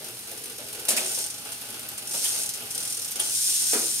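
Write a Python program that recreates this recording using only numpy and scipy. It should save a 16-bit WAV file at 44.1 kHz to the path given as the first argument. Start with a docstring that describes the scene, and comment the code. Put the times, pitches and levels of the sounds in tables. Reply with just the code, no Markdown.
"""A bicycle chain purrs link by link over its sprockets, close to a stereo pair in a small workshop.
The bicycle hangs in a repair stand and its crank is turned by hand. The chain clacks through a gear
change, and whenever the hand lags behind the wheel the freehub pawls tick or buzz.
At the end the wheel coasts and something thumps. Behind it all lie room air and a faint hum."""
import sys
import numpy as np
from scipy import signal
from scipy.fft import rfft, irfft
from scipy.io import wavfile
from scipy.ndimage import uniform_filter1d

SR = 44100
rng = np.random.default_rng(int(sys.argv[2]) if len(sys.argv) > 2 else 0)


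def master_out(mix):
    """Clip the mix to full scale and print it as 16-bit PCM to the path in sys.argv[1]."""
    frames = np.transpose(np.atleast_2d(mix))
    ceiling = np.clip(frames, -1, 1)
    pcm = np.round(ceiling * 32767).astype(np.int16)
    wavfile.write(sys.argv[1], SR, pcm)


N = 176400
TIME, FREQ = np.arange(N) / SR, np.fft.rfftfreq(2 * N, 1 / SR)
RISE_S = .0018  # attack of every blow and ring

# chain speed (t/s, link rate/Hz)
LINK_RATE = [(0, 48.2), (.8, 48.2), (1.4, 54), (2.6, 62), (3.1, 42), (3.35, 15), (4, 20)]
# loudness of the link clicks (t/s, level/dB)
CLICK_LEVEL = [(0, -39), (.8, -38.5), (1.7, -39), (2.66, -37.5), (3.15, -36.5)]
# spectrum of a link click (f/Hz, level/dB)
CLICK_COLOUR = [(300, -40), (1800, -6), (2700, -4.5), (5200, 1), (7500, -2), (9300, 6.5), (10500, 1),
                (12500, -1), (14000, -6.5), (16000, -12)]
# resonances of the frame (f/Hz, width/Hz, level over the colour/dB)
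FRAME_MODES = [(236, 14, 1), (370, 11, 4), (461, 69, 0.5), (555, 12, -2), (656, 22, 2), (839, 42, 5.5)]


def chain(jitter_s=.0018, spread_db=8.5, rubbing=.53):
    """Links seat on the teeth. Returns their bright clicks, and the frame's rumble and hollow drone."""
    # loudness of the rumble and of the drone (t/s, level/dB)
    rumble_level = [(0, -49.5), (.55, -49), (.9, -46), (3, -47.5), (3.2, -40), (3.36, -48.5), (3.58, -53.5),
                    (3.63, -42.5), (4, -44)]
    drone_level = [(.2, -56.5), (.45, -52), (1.6, -60.5), (3.4, -57.5)]
    # their spectra (f/Hz, level/dB)
    rumble_colour = [(35, -18), (100, -6), (200, -16.5), (240, 0), (400, -4.5), (830, 1), (980, -8),
                     (1250, -0.5), (1520, 4), (1800, -12), (2700, 4.5), (5000, -9.5), (16000, -46)]
    drone_colour = [(180, -37), (330, -3.5), (470, 0), (800, -34.5)]
    times = teeth(LINK_RATE)
    late, size = rng.uniform(-1, 1, (len(times), 2)).T
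    times = times + jitter_s * late
    db = spread_db * size - 1.5 * (np.arange(len(times)) % 2)  # every second link is softer
    seating = blows(times, db, decay_s=.0047) + rubbing
    shaking = blows(times, db, decay_s=.022)
    rumble = body(contact(shaking / shaking.mean()), rumble_colour, FRAME_MODES) * fader(rumble_level)
    clicks = body(contact(seating / seating.mean()), CLICK_COLOUR) * fader(CLICK_LEVEL)
    drone = body(contact(shaking / shaking.mean()), drone_colour, FRAME_MODES) * fader(drone_level)
    return clicks, rumble + drone


def freehub(spread_db=2, jitter_s=.00083, second_lag_s=.0074, second_db=-6.5):
    """Two pawls snap over the ratchet, not quite together, and ring the hub; fast clicks buzz."""
    # ratchet speed, a curve for each lag of the hand and one for the coast (t/s, click rate/Hz)
    slips = [
        [(1.002, 30.8), (1.07, 86.8), (1.17, 103.7), (1.24, 54.5), (1.275, 22.9), (1.39, 27.2)],
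        [(2.072, 39.5), (2.16, 107.2), (2.26, 118.0), (2.38, 79.8), (2.45, 37.9), (2.55, 12.0)],
        [(2.706, 20.3), (2.79, 40.6), (2.99, 43.0), (3.08, 26.6), (3.2, 24.3)],
    ]
    coast = [(3.21, 85.6), (3.27, 112), (3.4, 188), (3.68, 207.7), (3.88, 124), (4, 105.5)]
    # strength of the snaps (t/s, level/dB)
    pawl_level = [(1, -23.5), (1.3, -23), (1.36, -31.5), (2.07, -26), (2.26, -22), (2.95, -24), (3.16, -23),
                  (3.5, -21), (4, -23)]
    # spectrum of a snap (f/Hz, level/dB)
    pawl_colour = [(300, -41), (1200, -30.5), (2500, -14), (4000, -7), (8800, -0.5), (11000, -4),
                   (13000, -8.5), (14200, -15.5)]
    # resonances of the hub (f/Hz, width/Hz, level over the colour/dB)
    hub_modes = [(1523, 16, 18), (5460, 340, 4), (6270, 300, 3.5), (8970, 410, 9)]
    times = np.concatenate([teeth(slip) for slip in slips + [coast]])
    late, size, lag = rng.uniform(-1.4, 1, (SR, 3))[:len(times)].T
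    db = np.interp(times, *np.transpose(pawl_level)) + spread_db * size
    times = times + jitter_s * late
    first = blows(times, db, decay_s=.0049)
    second = blows(times + second_lag_s * abs(lag), db + second_db, decay_s=.0049)
    snaps = body(contact(first + second), pawl_colour, hub_modes)
    return snaps + chimes(times, db - 11.5, low_hz=8360, high_hz=9650, decay_s=.0051, partials=4)


def clacks(clang_stretch=1.18):
    """The chain slaps the cogs: a sharp top and a slightly longer clang."""
    # chain slaps (t/s, top level/dB, clang level/dB, power decay of the top/s)
    slaps = [(.883, -15.5, -30, 0.0057), (.888, -10.5, -37, 0.0039), (0.902, -17.5, -27, 0.011),
             (.964, -18, -27.5, 0.012), (0.971, -23, -26, 0.0038), (1.518, -27.5, -40, 0.0077),
             (1.977, -27.5, -35, 0.0053), (2.138, -24.5, -34, 0.0095), (2.241, -20.5, -32, .011),
             (3.195, -22.5, -28, 0.0057), (3.73, -20, -28, 0.013)]
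    # spectra of the top and the clang (f/Hz, level/dB)
    top_colour = [(500, -65), (2500, -11), (7500, -4.5), (9500, 1.5), (14000, -13.5), (16000, -21)]
    clang_colour = [(150, -52), (400, 0.5), (1700, 6), (4000, -1.5), (7000, 4.5), (16000, -4)]
    top = sum(blows(s, db, decay) for s, db, _, decay in slaps)
    clang = sum(blows(s, db, clang_stretch * decay) for s, _, db, decay in slaps)
    return body(contact(top), top_colour) + body(contact(clang), clang_colour)


def pings(width_hz=650):
    """Single links and cogs ring out when struck, each in a narrow band around one pitch."""
    # struck links and cogs (t/s, f/Hz, level/dB)
    strikes = [(0.436, 9100, -32.5), (0.975, 2510, -21), (1.887, 12050, -33), (1.977, 9250, -32),
               (2.246, 10000, -22), (2.251, 3250, -26.5), (3.197, 9540, -18), (3.199, 10500, -27),
               (3.198, 3260, -24.5)]
    out = np.zeros((2, N))
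    for s, hz, db in strikes:
        pole = np.exp((2j * np.pi * hz - np.pi * width_hz) / SR)
        ring = signal.lfilter([1], np.poly([pole, pole]), rng.standard_normal((2, N))).real
        envelope = np.sqrt(np.maximum(blows(s, db, decay_s=.0053), 0))
        out += ring / ring.std() * envelope
    return out


def side_plates(tinkle_db=-1, spread_db=10, ring_db=3, click_db=-3):
    """Loose side plates tinkle as they seat; now and then a link lands hard, with a click."""
    # links that land hard (t/s, level/dB)
    hard_links = [(.042, -31.5), (.189, -30.5), (.272, -41), (.313, -31.5), (.437, -28.5), (.583, -33),
                  (.685, -39), (.727, -30), (0.797, -30), (.851, -27), (1.611, -30), (1.701, -29.5),
                  (1.792, -30), (1.886, -26), (2.49, -25.5), (3.108, -26)]
    hard_s, hard_db = np.transpose(hard_links)
    times = teeth(LINK_RATE)
    db = np.interp(times, *np.transpose(CLICK_LEVEL)) + tinkle_db
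    db += spread_db * rng.uniform(-1, 1, len(times))
    times, db = np.append(times, hard_s), np.append(db, hard_db + ring_db)
    tinkle = chimes(times, db, low_hz=8000, high_hz=14140, decay_s=.005, partials=18)
    landings = blows(hard_s, hard_db + click_db, decay_s=.0053)
    return tinkle + body(contact(landings), CLICK_COLOUR)


def knocks():
    """The frame jolts in its stand and knocks dully."""
    # jolts (t/s, level/dB)
    jolts = [(.005, -39.5), (.313, -44), (0.585, -40), (0.881, -29), (.927, -33), (.973, -32.5),
             (1.012, -37), (1.173, -36), (2.139, -35.5), (2.348, -39.5), (3.197, -41.5)]
    # spectrum of a knock (f/Hz, level/dB)
    knock_colour = [(100, -47), (200, -3), (370, 0.5), (700, 2), (1050, -8.5), (4000, -3), (16000, -47)]
    return body(contact(blows(*np.transpose(jolts), decay_s=.018)), knock_colour, FRAME_MODES)


def thump():
    """One heavy, hollow blow rings the frame."""
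    # spectrum of the blow (f/Hz, level/dB)
    thump_colour = [(50, -57), (165, -21), (215, 0), (290, 1), (400, 5), (650, -4.5), (1000, -11),
                    (1450, -4.5), (2500, -13), (16000, -40)]
    return body(contact(blows(times=3.731, db=-23.5, decay_s=.015)), thump_colour, FRAME_MODES)


def room_tone(air_db=-53, hum_hz=119.3, hum_db=-63):
    """Still workshop air and a faint hum."""
    # spectrum of the air (f/Hz, level/dB)
    air_colour = [(25, -30), (62, -3), (120, 4), (180, 1.5), (260, 5), (450, -12), (1000, -3),
                  (16000, -24.5)]
    air = body(rng.standard_normal((2, N)), air_colour)
    hum = np.sqrt(2) * np.sin(2 * np.pi * hum_hz * TIME)
    return amp(air_db) * air + amp(hum_db) * hum


def workshop(x, wet_db, count=3):
    """Adds the room's short, dense reverberation; tails take turns so it stays free of ringing tones."""
    # reverberation time (f/Hz, T60/s)
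    t60 = [(400, 0.5), (5000, .45), (9000, 0.18)]
    taps = rng.standard_normal((count, 2, SR // 2)) * (TIME[:SR // 2] > .004)  # 4 ms pre-delay
    hz, t, spectra = signal.stft(taps, SR, nperseg=256)
    decay = amp(-60 * t / at_hz(t60, hz)[:, None])
    tails = signal.istft(spectra * decay, SR, nperseg=256)[1]
    wet = np.zeros((2, N))
    for k, tail in enumerate(tails):
        feed = np.sqrt(2 / count) * np.cos(2 * np.pi * TIME + np.pi * k / count)
        wet += signal.fftconvolve(x * feed, tail / np.linalg.norm(tail[0]), axes=1)[:, :N]
    return (x + amp(wet_db) * wet) / np.sqrt(1 + amp(wet_db) ** 2)


def amp(db):
    """Decibels to gain."""
    return 10 ** (np.asarray(db) / 20)


def fader(levels):
    """Gain at every sample, from points (t/s, level/dB)."""
    return amp(np.interp(TIME, *np.transpose(levels)))


def at_hz(points, hz):
    """Interpolates a table on a log-frequency axis."""
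    f, value = np.transpose(points)
    return np.interp(np.log(hz + 1), np.log(f), value)


def through(x, response):
    """Applies a frequency response."""
    return irfft(rfft(x, 2 * N) * response)[..., :N]


def body(x, colour, modes=()):
    """Causal filter of unit power: a broad colour with resonances on top."""
    peaks = sum(amp(2 * db) / (1 + (2 * (FREQ - hz) / width) ** 2) for hz, width, db in modes)
    gain = amp(at_hz(colour, FREQ)) * np.sqrt(1 + peaks)
    log_gain = np.log(gain / np.sqrt(np.mean(gain ** 2)))
    mirrored = np.concatenate([log_gain, log_gain[-2:0:-1]])
    minimum_phase = np.exp(np.conj(signal.hilbert(mirrored)))[:N + 1]
    return through(x, minimum_phase)


def contact(power, grit_db=2.1):
    """Gritty metal-on-metal noise that follows a power envelope, in mid and side."""
    grit = uniform_filter1d(rng.standard_normal(N), size=24)
    grit = amp(grit_db * grit / grit.std())
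    return rng.standard_normal((2, N)) * grit * np.sqrt(np.maximum(power, 0) / np.mean(grit ** 2))


def blows(times, db, decay_s):
    """Power envelope of blows that rise fast and die away."""
    hits, t = np.zeros(N), TIME[:SR // 4]
    starts = np.round(np.atleast_1d(times) * SR).astype(int)
    np.add.at(hits, np.clip(starts, 0, N - 1), amp(db) ** 2)
    envelope = (1 - np.exp(-t / RISE_S)) ** 2 * np.exp(-t / decay_s)
    return signal.oaconvolve(hits, envelope)[:N]


def chimes(times, db, low_hz, high_hz, decay_s, partials):
    """Small steel parts ring, every one with partials of its own."""
    out, t = np.zeros((2, N + SR)), TIME[:SR // 20]
    envelope = (1 - np.exp(-t / RISE_S)) * np.exp(-t / decay_s)
    for s, gain in zip(times, amp(db)):
        pitch, size, mid_phase, side_phase = rng.random((4, partials, 1))
        hz = low_hz + (high_hz - low_hz) * pitch
        sines = np.sin(2 * np.pi * (hz * t + np.array([mid_phase, side_phase])))
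        ring = (size * sines).sum(1) / np.linalg.norm(size)
        start = round(s * SR)
        out[:, start:start + len(t)] += gain * ring * envelope
    return out[:, :N]


def teeth(rate):
    """Moments at which a tooth passes, from a curve of teeth per second."""
    s, per_s = np.transpose(rate)
    t = np.arange(s[0], s[-1], 1 / SR)
    passed = np.cumsum(np.interp(t, s, per_s)) / SR
    return np.interp(np.arange(int(passed[-1]) + 1), passed, t)


def stereo_pair(mid, side, left_lag_s=.00014):
    """At the microphones the bass is nearly mono, the midrange wide and later on the left."""
    # stereo width (f/Hz, side minus mid level/dB)
    spread = [(30, -5), (80, -20), (320, -38), (600, -16), (1100, -0.5), (5000, -1.5), (9000, -4.5),
              (15000, -8)]
    # balance (f/Hz, left minus right level/dB)
    balance = [(200, 0.1), (750, 2.5), (1400, -1.5), (3000, -2), (9200, 1.4), (12000, -.9)]
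    width, tilt = amp(at_hz(spread, FREQ)), amp(at_hz(balance, FREQ) / 2)
    lag = np.exp(-2j * np.pi * np.minimum(FREQ * left_lag_s, 1))
    mid = through(mid, 1 / np.hypot(1, width))
    side = through(side, width / np.hypot(1, width))
    return np.array([through(mid + side, tilt * lag), through(mid - side, 1 / tilt)])


def scene():
    """The bicycle in the workshop: the ringing steel sounds closest, the thump has the most room."""
    clicks, rumble = chain()
    drivetrain = workshop(clicks + clacks() + freehub(), wet_db=-5)
    ringing = workshop(pings() + side_plates(), wet_db=-10)
    frame = workshop(rumble + knocks(), wet_db=-6.5)
    blow = workshop(thump(), wet_db=-3)
    mid, side = drivetrain + ringing + frame + blow + room_tone()
    return stereo_pair(mid, side)


def record(dry, notch_hz=8050, half_width_hz=79, edge_hz=15750):
    """A narrow notch in the treble, then the band limit."""
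    offset_hz = FREQ - notch_hz
    notched = through(dry, abs(offset_hz) / np.hypot(offset_hz, half_width_hz))
    lowpass = signal.firwin(511, edge_hz, window=("kaiser", 9), fs=SR)
    return signal.oaconvolve(notched, lowpass[None], "same")


dry = scene()
out = record(dry)
master_out(out)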